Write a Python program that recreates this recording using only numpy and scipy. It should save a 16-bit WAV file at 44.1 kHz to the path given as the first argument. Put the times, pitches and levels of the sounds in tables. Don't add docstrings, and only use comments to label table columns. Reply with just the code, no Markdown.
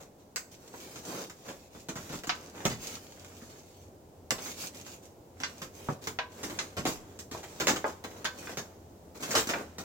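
import sys
import numpy as np
from scipy import signal
from scipy.fft import rfft, irfft, next_fast_len
from scipy.io import wavfile
from scipy.ndimage import uniform_filter1d, map_coordinates

SR = 44100
rng = np.random.default_rng(int(sys.argv[2]) if len(sys.argv) > 2 else 0)


def unload_audio(sound):
    columns = np.transpose(np.atleast_2d(sound))
    steps = np.round(np.clip(columns, -1, 1) * 32767)
    wavfile.write(sys.argv[1], SR, steps.astype(np.int16))


N = 433944
AGE = np.arange(SR // 2) / SR


def amp(db):
    return 10 ** (np.asarray(db) / 20)


def unit(x):
    return x / np.sqrt(np.mean(x ** 2) + 1e-20)


def unit_attack(pair):
    attack = pair.mean(0)[:SR * 3 // 100]
    return pair / np.sqrt(np.mean(attack ** 2) + 1e-20)


def along(points, hz):
    freqs, values = np.transpose(points)
    return np.interp(np.log(hz + 1), np.log(freqs + 1), values)


def automation(points):
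    return np.interp(np.arange(N) / SR, *np.transpose(points))


def wobble(rate):
    knots = rng.standard_normal(int(N * rate / SR) + 4)
    return map_coordinates(knots, [np.arange(N) * rate / SR])


def eq(x, spectrum):
    size = 2 * next_fast_len(x.shape[-1] // 2 + 4096)
    gain = amp(along(spectrum, np.fft.rfftfreq(size, 1 / SR)))
    cepstrum = irfft(np.log(gain))
    cepstrum[1:size // 2] *= 2
    cepstrum[size // 2 + 1:] = 0
    return irfft(rfft(x, size) * np.exp(rfft(cepstrum)))[..., :x.shape[-1]]


def band(x, lo_hz, hi_hz, order=3):
    edges = [lo_hz, np.clip(hi_hz, lo_hz + 10, SR / 2 - 100)]
    return signal.sosfilt(signal.butter(order, edges, 'bandpass', fs=SR, output='sos'), x)


def add(track, start, sound):
    part = track[:, max(round(start * SR), 0):][:, :sound.shape[1]]
    part += sound[:, :part.shape[1]]


# frequency in Hz, side minus mid in dB.
STEREO_WIDTH = [(25, -2), (60, -10), (125, -14.5), (250, -16), (500, -9.5), (1000, 0.5), (2000, -1.3),
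                (4000, 0), (16000, 1)]


def spread(pair):
    mid, side = pair[0], eq(pair[1], STEREO_WIDTH)
    return np.array([mid + side, mid - side])


# frequency in Hz, gain in dB.
RUSH_EQ = [(20, -20), (40, -14.5), (80, -5.5), (130, -7.5), (380, -6.5), (550, -9), (850, -16),
           (1200, -26.5), (2000, -33.5), (4000, -36), (7000, -33.5), (10000, -40.5), (16000, -36)]
# time in seconds, level in dB.
RUSH_FADER = [(0, -56), (1.6, -56), (2.8, -55), (9.84, -52.5)]
DRONE_FADER = [(0, -84), (2, -61), (3, -62), (6, -60.5), (9.84, -58.5)]


def outdoors():
    rush = unit(eq(spread(rng.standard_normal((2, N))), RUSH_EQ))
    drone = unit(band(rng.standard_normal(N), lo_hz=81.3, hi_hz=98, order=2))
    rush_db = automation(RUSH_FADER) + 0.26 * wobble(rate=2.82)
    return amp(rush_db) * rush + amp(automation(DRONE_FADER)) * drone


# frequency in Hz, seconds to fall 60 dB.
TENT_DECAY = [(100, 0.26), (400, 0.2), (1000, 0.21), (2700, 0.15), (7000, 0.19), (15000, 0.33)]


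def tent_reverb(rise_s, early_db=1, early_t60=0.12, late_db=-21, late_t60=0.88):
    hz, t, noise = signal.stft(rng.standard_normal((2, len(AGE))), SR, nperseg=256)
    early = amp(early_db - 60 * t / early_t60)
    body = amp(-60 * t / along(TENT_DECAY, hz)[:, None])
    late = amp(late_db - 60 * t / late_t60)
    tail = signal.istft(noise * (early + body + late), SR, nperseg=256)[1][:, :len(AGE)]
    tail *= 1 - np.exp(-AGE / rise_s)
    return spread(tail / np.linalg.norm(tail[0]))


def creases(size, per_second, scatter_db):
    pops = (rng.random(size) < per_second / SR) * rng.choice([-1, 1], size)
    return unit(pops * amp(scatter_db * np.clip(rng.standard_normal(size), -2, 2)))


def buckle(run_s, lead, reverb_db):
    run_s = max(run_s, .002)
    run = creases(len(AGE), per_second=3000, scatter_db=7) * amp(-20 * AGE / run_s)
    run *= np.sqrt(run_s / 0.012) / (np.linalg.norm(run) + 1e-9)
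    run[0] += lead
    run /= np.linalg.norm(run)
    direct = np.array([np.roll(run, rng.integers(4, 9)), run])
    return direct + amp(reverb_db) * tent_reverb(rise_s=run_s * 0.19)


def bent_resonances(depth_db):
    hz = np.geomspace(250, 16000, 110)
    return np.column_stack([hz, depth_db * np.clip(rng.standard_normal(len(hz)), -2, 2)])


def shifting_resonances(pair, depth_db):
    spectra = signal.stft(pair, nperseg=1024)[2]
    peaks = uniform_filter1d(rng.standard_normal(spectra.shape[1:]), size=4, axis=0)
    peaks = uniform_filter1d(peaks, size=9, axis=1)
    return signal.istft(spectra * amp(depth_db * unit(peaks)), nperseg=1024)[1][:, :N]


def flutters(count=110, range_db=10):
    out = np.zeros((2, N))
    for moment, size in rng.random((count, 2)):
        pop = buckle(run_s=.006, lead=1, reverb_db=0)[:, :SR // 8]
        add(out, moment * N / SR, amp(range_db * size) * pop)
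    hollow = band(out, lo_hz=450, hi_hz=2400, order=2)
    return unit(shifting_resonances(hollow, depth_db=4))


def crinkles(count=170, range_db=12):
    out = np.zeros((2, N))
    for moment, size, pitch in rng.random((count, 3)):
        tick = buckle(run_s=.003, lead=1, reverb_db=0)[:, :SR // 8]
        centre_hz = 1500 * 5 ** pitch
        tick = band(tick, centre_hz / 2, centre_hz * 2, order=1)
        add(out, moment * N / SR, amp(range_db * size) * tick)
    return unit(out)


# start in seconds, length in seconds,
# drag level in dB, swish level in dB (both before trim).
HAND_STROKES = [(0, 0.015, -48, -54.5), (0.177, 0.052, -68, -66.5), (.51, 0.024, -60, -52),
                (0.555, 0.22, -56.5, -60), (0.697, 0.3, -52.5, -50.5), (1.014, 0.21, -40.5, -44.5),
                (1.26, 0.39, -65, -58.5), (1.446, 0.049, -48, -52), (1.694, 0.14, -65, -57.5),
                (1.933, 0.26, -51.5, -50.5), (2.252, 0.24, -52, -57), (2.517, 0.13, -44.5, -51.5),
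                (2.67, 0.92, -57, -56.5), (2.78, 0.16, -47.5, -43.5), (3.5, 0.34, -71, -62.5),
                (4.371, 0.14, -47, -43), (4.549, 0.11, -47, -42), (4.723, 0.087, -52, -51),
                (4.839, .1, -53.5, -50.5), (5.015, .05, -62, -58.5), (5.34, 0.27, -55, -57),
                (5.709, 0.22, -52, -53), (6.009, 0.056, -50.5, -51), (6.281, 0.36, -46.5, -51),
                (6.417, 0.048, -64, -54), (6.606, 0.13, -56.5, -61), (6.859, 0.035, -36, -35.5),
                (6.9, 0.26, -56, -63.5), (7.315, 0.086, -48.5, -50.5), (7.45, 0.19, -51, -52.5),
                (7.6, 0.16, -41, -56), (7.846, 0.054, -43, -49.5), (8.04, .19, -50.5, -56),
                (8.314, 0.22, -46.5, -50.5), (8.615, 0.11, -58, -70), (9.143, 0.033, -49, -52.5),
                (9.194, 0.039, -43, -47), (9.243, 0.15, -38.5, -40.5), (9.531, 0.083, -38.5, -50.5)]


def stroke_envelopes(attack_share=.38, release_db_per_s=230):
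    power = np.zeros((2, N))
    for start, length, drag_db, swish_db in HAND_STROKES:
        age = np.arange(int((length + .5) * SR)) / SR
        attack = np.minimum(age / (attack_share * length), 1)
        release = amp(-release_db_per_s * np.maximum(age - length, 0))
        add(power, start, (amp([[drag_db], [swish_db]]) * attack * release) ** 2)
    return np.sqrt(power)


# frequency in Hz, gain in dB.
DRAG_EQ = [(60, -46), (120, -4), (220, 0.5), (500, -1), (900, -9.5), (1600, -14), (3000, -29), (6000, -49)]
SWISH_EQ = [(500, -27), (1000, -25.5), (1600, -15.5), (2400, -6), (3200, -8), (5000, -7.5), (6400, -4),
            (7400, -5.5), (8500, -13.5), (10500, -17), (15000, -13.5)]


def sheet_slides(drag_trim_db=-1, swish_trim_db=1.3, jerk_db=0.5, flutter_db=-11):
    drag_gain, swish_gain = stroke_envelopes()
    jerks = amp(jerk_db * wobble(rate=35))
    rub = unit(eq(spread(rng.standard_normal((2, N))), DRAG_EQ))
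    drag = rub + amp(flutter_db) * flutters()
    catches = creases(N, per_second=200, scatter_db=5)
    catch_sound = buckle(run_s=0.0054, lead=0.5, reverb_db=4.0)
    grain = unit(signal.fftconvolve(catches[None], catch_sound, axes=1)[:, :N])
    hiss = unit(spread(rng.standard_normal((2, N))))
    rasp = shifting_resonances(hiss + 0.92 * grain, depth_db=3.0)
    swish = unit(eq(rasp + .5 * crinkles(), SWISH_EQ))
    return jerks * (amp(drag_trim_db) * drag_gain * drag + amp(swish_trim_db) * swish_gain * swish)


# pitch in Hz, relative level in dB, seconds to fall 60 dB.
STOVE_MODES = [(140.7, -5, 0.18), (265, -6.5, 0.33), (405, -8.5, 0.16), (473, -1, 0.29), (629, -1.5, 0.23),
               (885, -12, 0.12), (968, -4.5, 0.25), (1000, -8, 0.41), (1132, -6.5, 0.23), (1430, -19, 0.17),
               (1540, -10, 0.39), (1530, -2, 0.24), (1622, 0.5, 0.17), (1820, -11, 0.13), (1960, -8, 0.18),
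               (2440, -3, 0.15), (3450, 7, 0.074), (3600, -3, 0.1), (4500, 8, 0.065), (5130, 5, 0.12)]
# start in seconds, clack level in dB, its low cut and high cut in Hz,
# ring level against the clack in dB, favoured ring pitch in Hz.
STOVE_HITS = [(2.294, -30.5, 755, 4830, -11.5, 1200), (5.435, -35.5, 1160, 6150, -7.5, 1480),
              (5.887, -31.5, 110, 1440, -6.5, 161), (6.188, -34, 810, 3820, -3, 960),
              (6.589, -35.5, 1133, 7340, -17, 3600), (7.348, -44.5, 376, 1260, -2, 626),
              (7.843, -30, 402, 1480, -10, 680), (8.253, -35, 930, 4570, -1.5, 1540),
              (8.472, -49.5, 1070, 2950, 3, 1390), (9.341, -34, 296, 1430, -17, 500),
              (9.536, -34, 494, 2500, -7, 1600)]


def stove_knocks(falloff_db_per_octave=9):
    out = np.zeros((2, N))
    clack_eq = [(200, 11), (1200, 3.5), (3500, 0.0), (7000, 1.5), (9500, -10), (16000, -2)]  # Hz, dB
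    for start, db, lo_hz, hi_hz, ring_db, favoured_hz in STOVE_HITS:
        clack = eq(buckle(run_s=0.0062, lead=0.44, reverb_db=2.5), clack_eq)
        clack = band(eq(clack, bent_resonances(depth_db=3.5)), lo_hz, hi_hz)
        ring = np.zeros((2, len(AGE)))
        for hz, mode_db, t60 in STOVE_MODES:
            octaves_away = abs(np.log2(hz / favoured_hz))
            strength_db = mode_db - falloff_db_per_octave * octaves_away + rng.normal(0, 0.45, (2, 1))
            pitch = hz * (1 + rng.normal(0, 0.0064))
            phase = 2 * np.pi * pitch * AGE + rng.normal(0, 0.24, (2, 1))
            ring += amp(strength_db - 60 * AGE / t60) * np.sin(phase)
        add(out, start, amp(db) * (unit_attack(clack) + amp(ring_db) * unit_attack(ring)))
    return out


# frequency in Hz, gain in dB.
SNAP_EQ = [(70, -15), (150, -2.5), (300, -3), (600, -6), (900, -10), (1650, -7), (3000, -11), (4900, -14),
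           (6400, -10.5), (7500, -12.5), (8500, -21.5), (10600, -30.5), (15000, -24.5)]
# frequency in Hz, gain in dB.
FLOOR_EQ = [(60, -5), (125, 2), (195, -1), (300, 1)]
# low cut in Hz, high cut in Hz.
SNAP_BANDS = [(65, 350), (350, 1100), (1100, 4500), (4500, 16500)]
# start in seconds, base level in dB, tilt in dB per octave,
# floor thump level in dB, buckling time in seconds.
SHEET_HITS = [(0.36, -44, 3.1, -79, 0.0063), (0.74, -61, -6.5, -55, 0.0049), (0.958, -52.5, 0, -51, .03),
              (1.298, -54, 1, -58, .012), (1.482, -49, -2.5, -50, 0.082), (1.749, -60.5, -3.8, -52.5, .022),
              (1.886, -44.5, -0.6, -40, 0.033), (1.956, -47, -1, -45.5, .09), (2.098, -52, -2, -44, 0.022),
              (2.126, -47, -1.6, -44, 0.063), (2.236, -50, -1, -59, 0.015), (2.271, -48.5, 1.5, -44, 0.013),
              (2.653, -33, -1.2, -29.5, 0.019), (2.699, -44.5, -0.3, -40, 0.094),
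              (3.247, -60.5, 0.5, -70, 0.0037), (3.422, -66, 0.5, -50, 0.0077),
              (4.307, -34.5, 0.95, -40.5, 0.0015), (4.383, -51.5, -2.5, -65, 0.021),
              (4.46, -49.5, -1, -55, 0.018), (4.865, -56.5, 0.5, -62, .02), (5.402, -50, 0, -49.5, 0.027),
              (5.618, -46.5, 0, -46, 0.04), (6.072, -41.7, .3, -44, 0.01), (6.432, -43.5, 0, -42.5, 0.042),
              (6.498, -49.5, -1.5, -45.5, 0.021), (6.768, -41.5, -1.8, -38, 0.076),
              (6.853, -36, -2.5, -31.5, 0.045), (7.19, -53.5, 3.5, -52.5, 0.024),
              (7.313, -49, -0.5, -44.5, 0.063), (7.431, -51, -1.3, -61, 0.052),
              (7.6, -36, -0.3, -37.5, 0.055), (7.67, -32.5, -.5, -51, 0.021),
              (7.682, -30.5, 0.1, -33, 0.053), (7.761, -42.5, -0.5, -51, 0.026),
              (8.04, -46.5, -2, -47.5, 0.02), (8.245, -43, .6, -49, .023), (8.494, -51.5, -2, -60, 0.013),
              (8.572, -42, -0.4, -44.5, 0.048), (9.226, -43.5, 1, -46, .05),
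              (9.308, -41.5, 2.4, -60, 0.034), (9.352, -30, -.4, -39, .038),
              (9.371, -33.5, -0.3, -43, 0.069), (9.472, -45.5, 1.8, -42, 0.011),
              (9.491, -37, -.5, -41, 0.053), (9.783, -47, -0.5, -45, 0.068)]


def sheet_snaps(trims_db=(0.24, -0.12, -0.96), pivot_hz=2300, tick_db=-15, puff_db=-16, puff_t60=0.66):
    out = np.zeros((2, N))
    thump_band, *sheet_bands = SNAP_BANDS
    centres_hz = np.sqrt(np.prod(sheet_bands, axis=1))
    for start, db, tilt, thump_db, run_s in SHEET_HITS:
        snap = eq(buckle(run_s, lead=0.75, reverb_db=0.8), SNAP_EQ)
        snap = eq(snap, bent_resonances(depth_db=3.5))
        thump = band(eq(snap, FLOOR_EQ), *thump_band)
        add(out, start, amp(thump_db) * unit_attack(thump))
        layers_db = db + tilt * np.log2(centres_hz / pivot_hz) + trims_db
        layers_db[1] += 0.12 * (db - thump_db)
        for edges, layer_db in zip(sheet_bands, layers_db):
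            add(out, start, amp(layer_db) * unit_attack(band(snap, *edges)))
        tick = buckle(run_s=.003, lead=1.2, reverb_db=0)[:, :SR // 8]
        tick = band(tick, lo_hz=8500, hi_hz=16500, order=2)
        add(out, start, amp(db + tick_db) * unit_attack(tick))
        puff = unit(band(rng.standard_normal((2, len(AGE))), lo_hz=22, hi_hz=59, order=2))
        add(out, start, amp(thump_db + puff_db - 60 * AGE / puff_t60) * puff)
    return out


# time in seconds, left minus right in dB.
HANDLING_PAN = [(0, -.2), (3, -0.3), (5, -1), (7, 0), (9.84, 0)]


def scene():
    handling = sheet_snaps() + stove_knocks() + sheet_slides()
    pan_db = automation(HANDLING_PAN)
    return handling * amp([pan_db / 2, -pan_db / 2]) + outdoors()


# frequency in Hz, left minus right in dB.
MIC_BALANCE = [(60, 1.5), (110, -1.5), (200, 0), (380, -0.5), (700, 1.5), (1290, -1.0), (2380, -2),
               (4400, 2), (8120, -3.5), (15000, 1)]


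def record(dry, top_hz=16100):
    size = next_fast_len(N + SR // 2)
    hz = np.fft.rfftfreq(size, 1 / SR)
    mic_gains = amp(along(MIC_BALANCE, hz) * [[.5], [-.5]])
    return irfft(rfft(dry, size) * mic_gains * (hz < top_hz), size)[:, :N]


dry = scene()
out = record(dry)
unload_audio(out)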